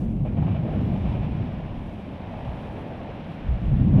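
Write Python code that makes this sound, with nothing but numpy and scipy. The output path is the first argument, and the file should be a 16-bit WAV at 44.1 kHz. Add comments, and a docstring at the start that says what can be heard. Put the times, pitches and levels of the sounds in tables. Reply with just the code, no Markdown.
"""A low roar with cracks, clattering rubble and hissing grit: a tall concrete chimney collapses far off.
The roar ebbs, then a boom starts a louder surge that grows brighter. Wind rumbles at the microphone,
in the open air, and a few very faint high whistles pass. Falling masonry is band-limited noise, heavy
landings are sagging low tones, breaks are noise bursts, and debris is a filtered rain of clicks."""
import sys
import numpy as np
from scipy import signal
from scipy.fft import rfft, irfft
from scipy.io import wavfile
from scipy.ndimage import uniform_filter1d

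SR = 44100
rng = np.random.default_rng(int(sys.argv[2]) if len(sys.argv) > 2 else 0)


def wav_out(sig):
    """Save sig, one row per channel (or a flat mono array), as 16-bit PCM at SR to the path in sys.argv[1]."""
    wavfile.write(sys.argv[1], SR, np.round(np.clip(np.atleast_2d(sig).T, -1, 1) * 32767).astype(np.int16))


N = 176400
T = np.arange(N) / SR
BIN_HZ = np.fft.rfftfreq(N, 1 / SR)


def amp(db):
    """Decibels to gain."""
    return 10 ** (np.asarray(db) / 20)


def unit_rms(x):
    """Scales x to rms 1."""
    return x / np.sqrt(np.mean(x ** 2) + 1e-20)


def curve(table, t=T):
    """Each column after the first, interpolated linearly in time."""
    times_s, *columns = np.transpose(table)
    return [np.interp(t, times_s, column) for column in columns]


def coloured(x, colour):
    """Filters x by (f/Hz, gain/dB) points; rms 1."""
    hz, db = np.transpose(colour)
    gain = amp(np.interp(np.log(BIN_HZ + 1), np.log(hz), db))
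    return unit_rms(irfft(rfft(x) * gain, N))


def resonance(x, hz, half_width_hz):
    """Rings x in one mode; rms 1."""
    return unit_rms(irfft(rfft(x) / (1 + 1j * (BIN_HZ - hz) / half_width_hz) ** 2, N))


def drift(rate_hz):
    """Random motion up to about rate_hz; rms 1."""
    return unit_rms(irfft(rfft(rng.standard_normal(N)) * np.exp(-(BIN_HZ / rate_hz) ** 2), N))


def impacts(per_s=1800, spread_db=0.5):
    """Random rain of clicks of uneven size; rms 1."""
    size = amp(spread_db * np.minimum(rng.exponential(1, N), 4))
    return unit_rms(size * rng.choice([-1, 1], N) * (rng.random(N) < per_s / SR))


def steadied(x, span_s):
    """Evens out swells longer than span_s, keeping the quick flutter."""
    size = max(int(span_s * SR), 2)
    return x / np.sqrt(uniform_filter1d(uniform_filter1d(x ** 2, size), size) + 1e-12)


def roar():
    """Countless dull blows merge into a rumble; its upper edge climbs in the last surge."""
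    # falling mass: t/s, level/dB, upper edge f/Hz
    contour = [(0, -25, 224), (.18, -26.5, 222), (.32, -27, 215), (.42, -21, 195), (.52, -23.5, 186),
               (.62, -27, 215), (.71, -27.5, 215), (.78, -22.5, 215), (.86, -23, 225), (.99, -26.5, 210),
               (1.1, -24.5, 212), (1.38, -27, 218), (1.52, -30.5, 220), (2.0, -36, 218), (2.55, -35, 208),
               (2.95, -36.5, 236), (3.43, -37.5, 215), (3.5, -29, 145), (3.58, -32, 180),
               (3.65, -26.5, 190), (3.72, -22, 178), (3.8, -20, 192), (3.88, -18.5, 203), (3.95, -19, 208),
               (4.0, -15, 255)]
    low_hz, hump_db, hump_octaves = 61, 3, 0.091
    hz, frames_s, spectrum = signal.stft(rng.standard_normal(N), SR, nperseg=2048, noverlap=1536)
    hz = hz[:, None] + 1
    edge_hz = curve(contour, frames_s)[1]
    passband = ((1 + (low_hz / hz) ** 8) * (1 + (hz / edge_hz) ** 7.98)) ** -.5  # 24 dB/octave skirts
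    edge_hump = amp(hump_db * np.exp(-(np.log2(hz / edge_hz) / hump_octaves) ** 2))
    rumble = signal.istft(spectrum * passband * edge_hump, SR, nperseg=2048, noverlap=1536)[1][:N]
    return amp(curve(contour)[0]) * steadied(unit_rms(rumble), span_s=0.04)


def rubble():
    """Blocks and stones clatter in clumps under a hiss of falling gravel and grit."""
    # clatter: t/s, block level/dB, stone level/dB
    clatter_levels = [(0, -40.5, -55), (.22, -46.5, -52), (.3, -43.5, -51.5), (.45, -44, -43),
                      (.55, -42, -49.5), (.66, -39, -44), (.78, -37.5, -45.5), (.93, -41, -49),
                      (1.08, -44, -43), (1.5, -42.5, -46.5), (1.78, -46, -46), (1.98, -43.5, -51),
                      (2.2, -41.5, -46.5), (2.4, -44.5, -42.5), (2.6, -41.5, -44), (2.8, -39.5, -44.5),
                      (3.1, -42, -45), (3.4, -44.5, -50), (3.7, -41.5, -48.5), (3.88, -42, -48),
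                      (4.0, -39, -42.5)]
    # hiss: t/s, grit level/dB, gravel level/dB
    hiss_levels = [(0, -59, -57), (.24, -62.5, -71.5), (.28, -59, -58), (.35, -58, -59),
                   (.43, -54.5, -54.5), (.55, -54.5, -57), (.63, -54.5, -56), (.77, -51.5, -49.5),
                   (.9, -52.5, -56), (1.1, -50.5, -54), (1.3, -52.5, -56.5), (1.45, -52, -52.5),
                   (1.92, -55, -57), (2.45, -52, -52), (2.85, -53, -51.5), (3.35, -52, -53),
                   (3.85, -54, -53), (4.0, -54, -52.5)]
    # impact spectra by debris size: f/Hz, gain/dB
    block_colour = [(150, -9), (300, 3.5), (430, -2.5), (560, 0), (680, -3), (850, -16), (1300, -30.5),
                    (4000, -50.5), (8000, -72)]
    stone_colour = [(150, -22.5), (400, -15.5), (600, 2.5), (760, 4.5), (900, 0), (1100, -7.5), (1300, -28),
                    (2000, -27), (4000, -49.5), (8000, -76)]
    gravel_colour = [(400, -9), (1100, 2), (1400, -1.5), (1750, -0.5), (2050, -4), (2600, -16.5),
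                     (4000, -29), (8000, -57.5)]
    grit_colour = [(400, -14.5), (1000, 0), (1650, -6), (2020, -4.5), (2300, 0.5), (2650, -1), (3200, -4.5),
                   (3800, -10.5), (4400, -18.5), (5700, -23.5), (6600, -34.5), (12000, -52.5)]
    block_db, stone_db = curve(clatter_levels)
    grit_db, gravel_db = curve(hiss_levels)
    clumps_db = 0.26 * drift(rate_hz=35)
    blocks = amp(block_db) * steadied(coloured(impacts(), block_colour), span_s=0.11)
    stones = amp(stone_db) * steadied(coloured(impacts(), stone_colour), span_s=0.13)
    grit = amp(grit_db) * coloured(impacts(per_s=7000, spread_db=-1.5), grit_colour)
    gravel = amp(gravel_db) * coloured(impacts(), gravel_colour)
    return amp(clumps_db) * (blocks + stones + gravel + grit)


def wind():
    """Gusts buffet the microphone with a lumpy low rumble."""
    # gusts: t/s, level/dB
    gusts = [(0, -52), (.08, -29.5), (.5, -42.5), (.95, -42), (1.2, -36), (1.45, -44), (1.8, -34.5),
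             (2.1, -56), (2.35, -42), (2.6, -42.5), (2.88, -47), (3.1, -47), (3.33, -55), (3.42, -41),
             (3.5, -23), (3.58, -37), (3.65, -24), (3.8, -27.5), (4.0, -27.5)]
    # buffeting spectrum: f/Hz, gain/dB
    colour = [(8, -17), (20, -5.5), (35, 6), (55, 8.5), (90, -14.5), (200, -47), (600, -75.5)]
    return amp(curve(gusts)[0]) * steadied(coloured(rng.standard_normal(N), colour), span_s=0.074)


def air():
    """A very faint high hiss comes and goes over a thin whine."""
    # hiss: t/s, level/dB
    levels = [(0, -69.5), (.12, -75.5), (.35, -80), (.65, -79.5), (.88, -76), (1.15, -77), (1.5, -80),
              (1.75, -79), (1.88, -75), (2.25, -79.5), (2.58, -74.5), (2.8, -74.5), (3.02, -79.5),
              (3.25, -80), (3.33, -75), (3.43, -81), (4.0, -78)]
    # hiss spectrum: f/Hz, gain/dB
    colour = [(3000, 0), (5500, 4), (7300, 2), (8400, 3), (9200, 0.5), (10000, 3.5), (11000, 2), (12200, 0),
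              (14000, -7), (16000, -26.5)]
    whine_hz, whine_db = 10000, -93.5
    flicker_db = 1.1 * drift(rate_hz=40)
    hiss = amp(curve(levels)[0] + flicker_db) * coloured(rng.standard_normal(N), colour)
    whine = (1 + drift(rate_hz=60)) * np.sin(2 * np.pi * whine_hz * T)
    return hiss + amp(whine_db) * unit_rms(whine)


def booms():
    """Each heavy section lands as a few low swings of pressure that sag in pitch."""
    # landings: t/s, peak level/dB, mid f/Hz, length/s
    landings = [(.2, -20.5, 139.5, 0.057), (.372, -21, 158.7, 0.058), (0.475, -23.5, 91.9, 0.1),
                (.548, -21.5, 138.8, 0.073), (.62, -21.5, 119, 0.051), (.915, -20, 161.7, 0.045),
                (1.02, -22, 57.8, .09), (1.178, -23, 57.3, 0.065), (1.396, -18.5, 105, 0.039),
                (2.456, -28, 117, 0.049), (2.461, -30, 62.5, 0.077), (3.265, -32.5, 176, 0.057),
                (3.462, -17.5, 62.1, 0.12), (3.49, -30.5, 128.5, 0.089), (3.612, -20, 46, 0.044),
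                (3.7, -15.5, 125.4, 0.065), (3.794, -15.5, 120, 0.048), (3.86, -19.5, 193, 0.038),
                (3.925, -16.5, 199.3, 0.061), (3.937, -11, 135.5, 0.041)]
    sag = 0.45  # total drop / mid pitch
    out = np.zeros(N)
    for (start_s, db, hz, length_s), phase in zip(landings, rng.random(len(landings))):
        progress = np.clip((T - start_s) / length_s, 0, 1)
        cycles = hz * length_s * (progress + sag * progress * (1 - progress) / 2)
        out += amp(db) * np.sin(np.pi * progress) * np.sin(2 * np.pi * (cycles + phase))
    return out


def cracks():
    """Concrete breaks: each a dull knock with a longer spray of grit and ringing shards."""
    # breaks: t/s, knock level/dB, knock f/Hz, hold/s, spray gain/dB
    breaks = [(0.246, -35.5, 646, 0.025, -52), (0.365, -38, 660, 0.024, -53), (0.42, -41, 647, .01, -57),
              (0.464, -40, 700, 0.02, -48), (0.512, -50, 700, .006, -52), (0.541, -37.5, 640, 0.029, -52),
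              (0.644, -35.5, 437, 0.012, -58), (0.676, -30, 603, 0.0054, -57), (0.723, -36, 600, .018, -55),
              (0.851, -37.5, 400, .012, -65), (0.891, -39, 700, .008, -60), (0.918, -36.5, 560, .008, -61),
              (0.949, -35.5, 710, .006, -68), (1.046, -40.5, 610, 0.02, -50.5), (1.084, -49, 905, .01, -58),
              (1.138, -39.5, 636, 0.033, -57.5), (1.221, -41, 660, 0.017, -52),
              (2.322, -43, 724, 0.022, -59), (2.382, -41, 710, 0.018, -62), (2.46, -40.5, 810, .016, -61),
              (2.668, -40, 700, 0.018, -66), (2.91, -42, 400, 0.018, -60), (3.064, -39.5, 590, 0.036, -63),
              (3.935, -39, 520, .015, -61), (3.974, -33.5, 560, .025, -50.5)]
    # knock spectrum: multiple of knock pitch, gain/dB
    knock_colour = [(.2, -27.5), (.55, -16), (.82, -1.5), (1, 3), (1.25, -5), (1.6, -20.5), (3, -35),
                    (12, -81)]
    # grit spray spectrum: f/Hz, gain/dB
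    spray_colour = [(400, -11), (1200, 3), (2000, -5), (2400, -4), (2750, -1), (3200, -4), (4200, -22.5),
                    (6500, -39.5), (12000, -67.5)]
    # shard modes: f/Hz, half-width/Hz, level within the spray/dB
    shard_modes = [(1090, 47, -8.5), (1610, 110, -14.5), (2273, 60, -9), (2412, 61, -8), (2644, 80, -15)]
    rise_s, knock_t60_s, spray_t60_s = .006, .1, .18
    spray = amp(-1.5) * coloured(rng.standard_normal(N), spray_colour)
    for hz, half_width_hz, db in shard_modes:
        spray += amp(db) * steadied(resonance(impacts(), hz, half_width_hz), span_s=.03)
    crumble = rng.standard_normal(N)
    knocks, spray_envelope = np.zeros((2, N))
    for start_s, knock_db, hz, hold_s, spray_db in breaks:
        rise = np.clip((T - start_s) / rise_s, 0, 1)
        decay_s = np.maximum(T - start_s - hold_s, 0)
        colour = [(hz * ratio, db) for ratio, db in knock_colour]
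        body = steadied(coloured(crumble, colour), span_s=0.0075)
        knocks += rise * amp(knock_db - 60 * decay_s / knock_t60_s) * body
        spray_envelope += rise * amp(spray_db - 60 * decay_s / spray_t60_s)
    return knocks + spray_envelope * spray


def whistles():
    """Very faint, scratchy high whistles near 10-12 kHz, each one short bend of pitch."""
    # bends: t/s, length/s, start f/Hz, mid f/Hz, end f/Hz, level/dB
    bends = [(.72, .04, 9600, 9900, 10200, -77), (.81, .11, 11800, 12400, 11700, -76.5),
             (.92, .1, 11700, 11200, 11400, -82), (3.62, .22, 9420, 10300, 9240, -84)]
    flutter = np.maximum(.85 + .6 * drift(rate_hz=90), 0)
    waver = 1 + .007 * drift(rate_hz=200)
    out = np.zeros(N)
    for start_s, length_s, start_hz, mid_hz, end_hz, db in bends:
        progress = np.clip((T - start_s) / length_s, 0, 1)
        arch = 4 * progress * (1 - progress)
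        hz = start_hz + (end_hz - start_hz) * progress + (mid_hz - (start_hz + end_hz) / 2) * arch
        out += amp(db) * np.sqrt(arch) * flutter * np.sin(2 * np.pi * np.cumsum(hz * waver) / SR)
    return out


def scene():
    """Collapse, wind and faint treble, mono."""
    return (roar() + booms() + rubble() + cracks() + wind() + air() + whistles())[None]


def record(dry):
    """Low-pass band limit with click-free ends."""
    cutoff_hz, fade_s = 15500, .0015
    taps = signal.firwin(511, cutoff_hz, window=("kaiser", 9), fs=SR)
    fades = np.clip(np.minimum(T, T[-1] - T) / fade_s, 0, 1)
    return signal.oaconvolve(dry * fades, taps[None], "same")


dry = scene()
out = record(dry)
wav_out(out)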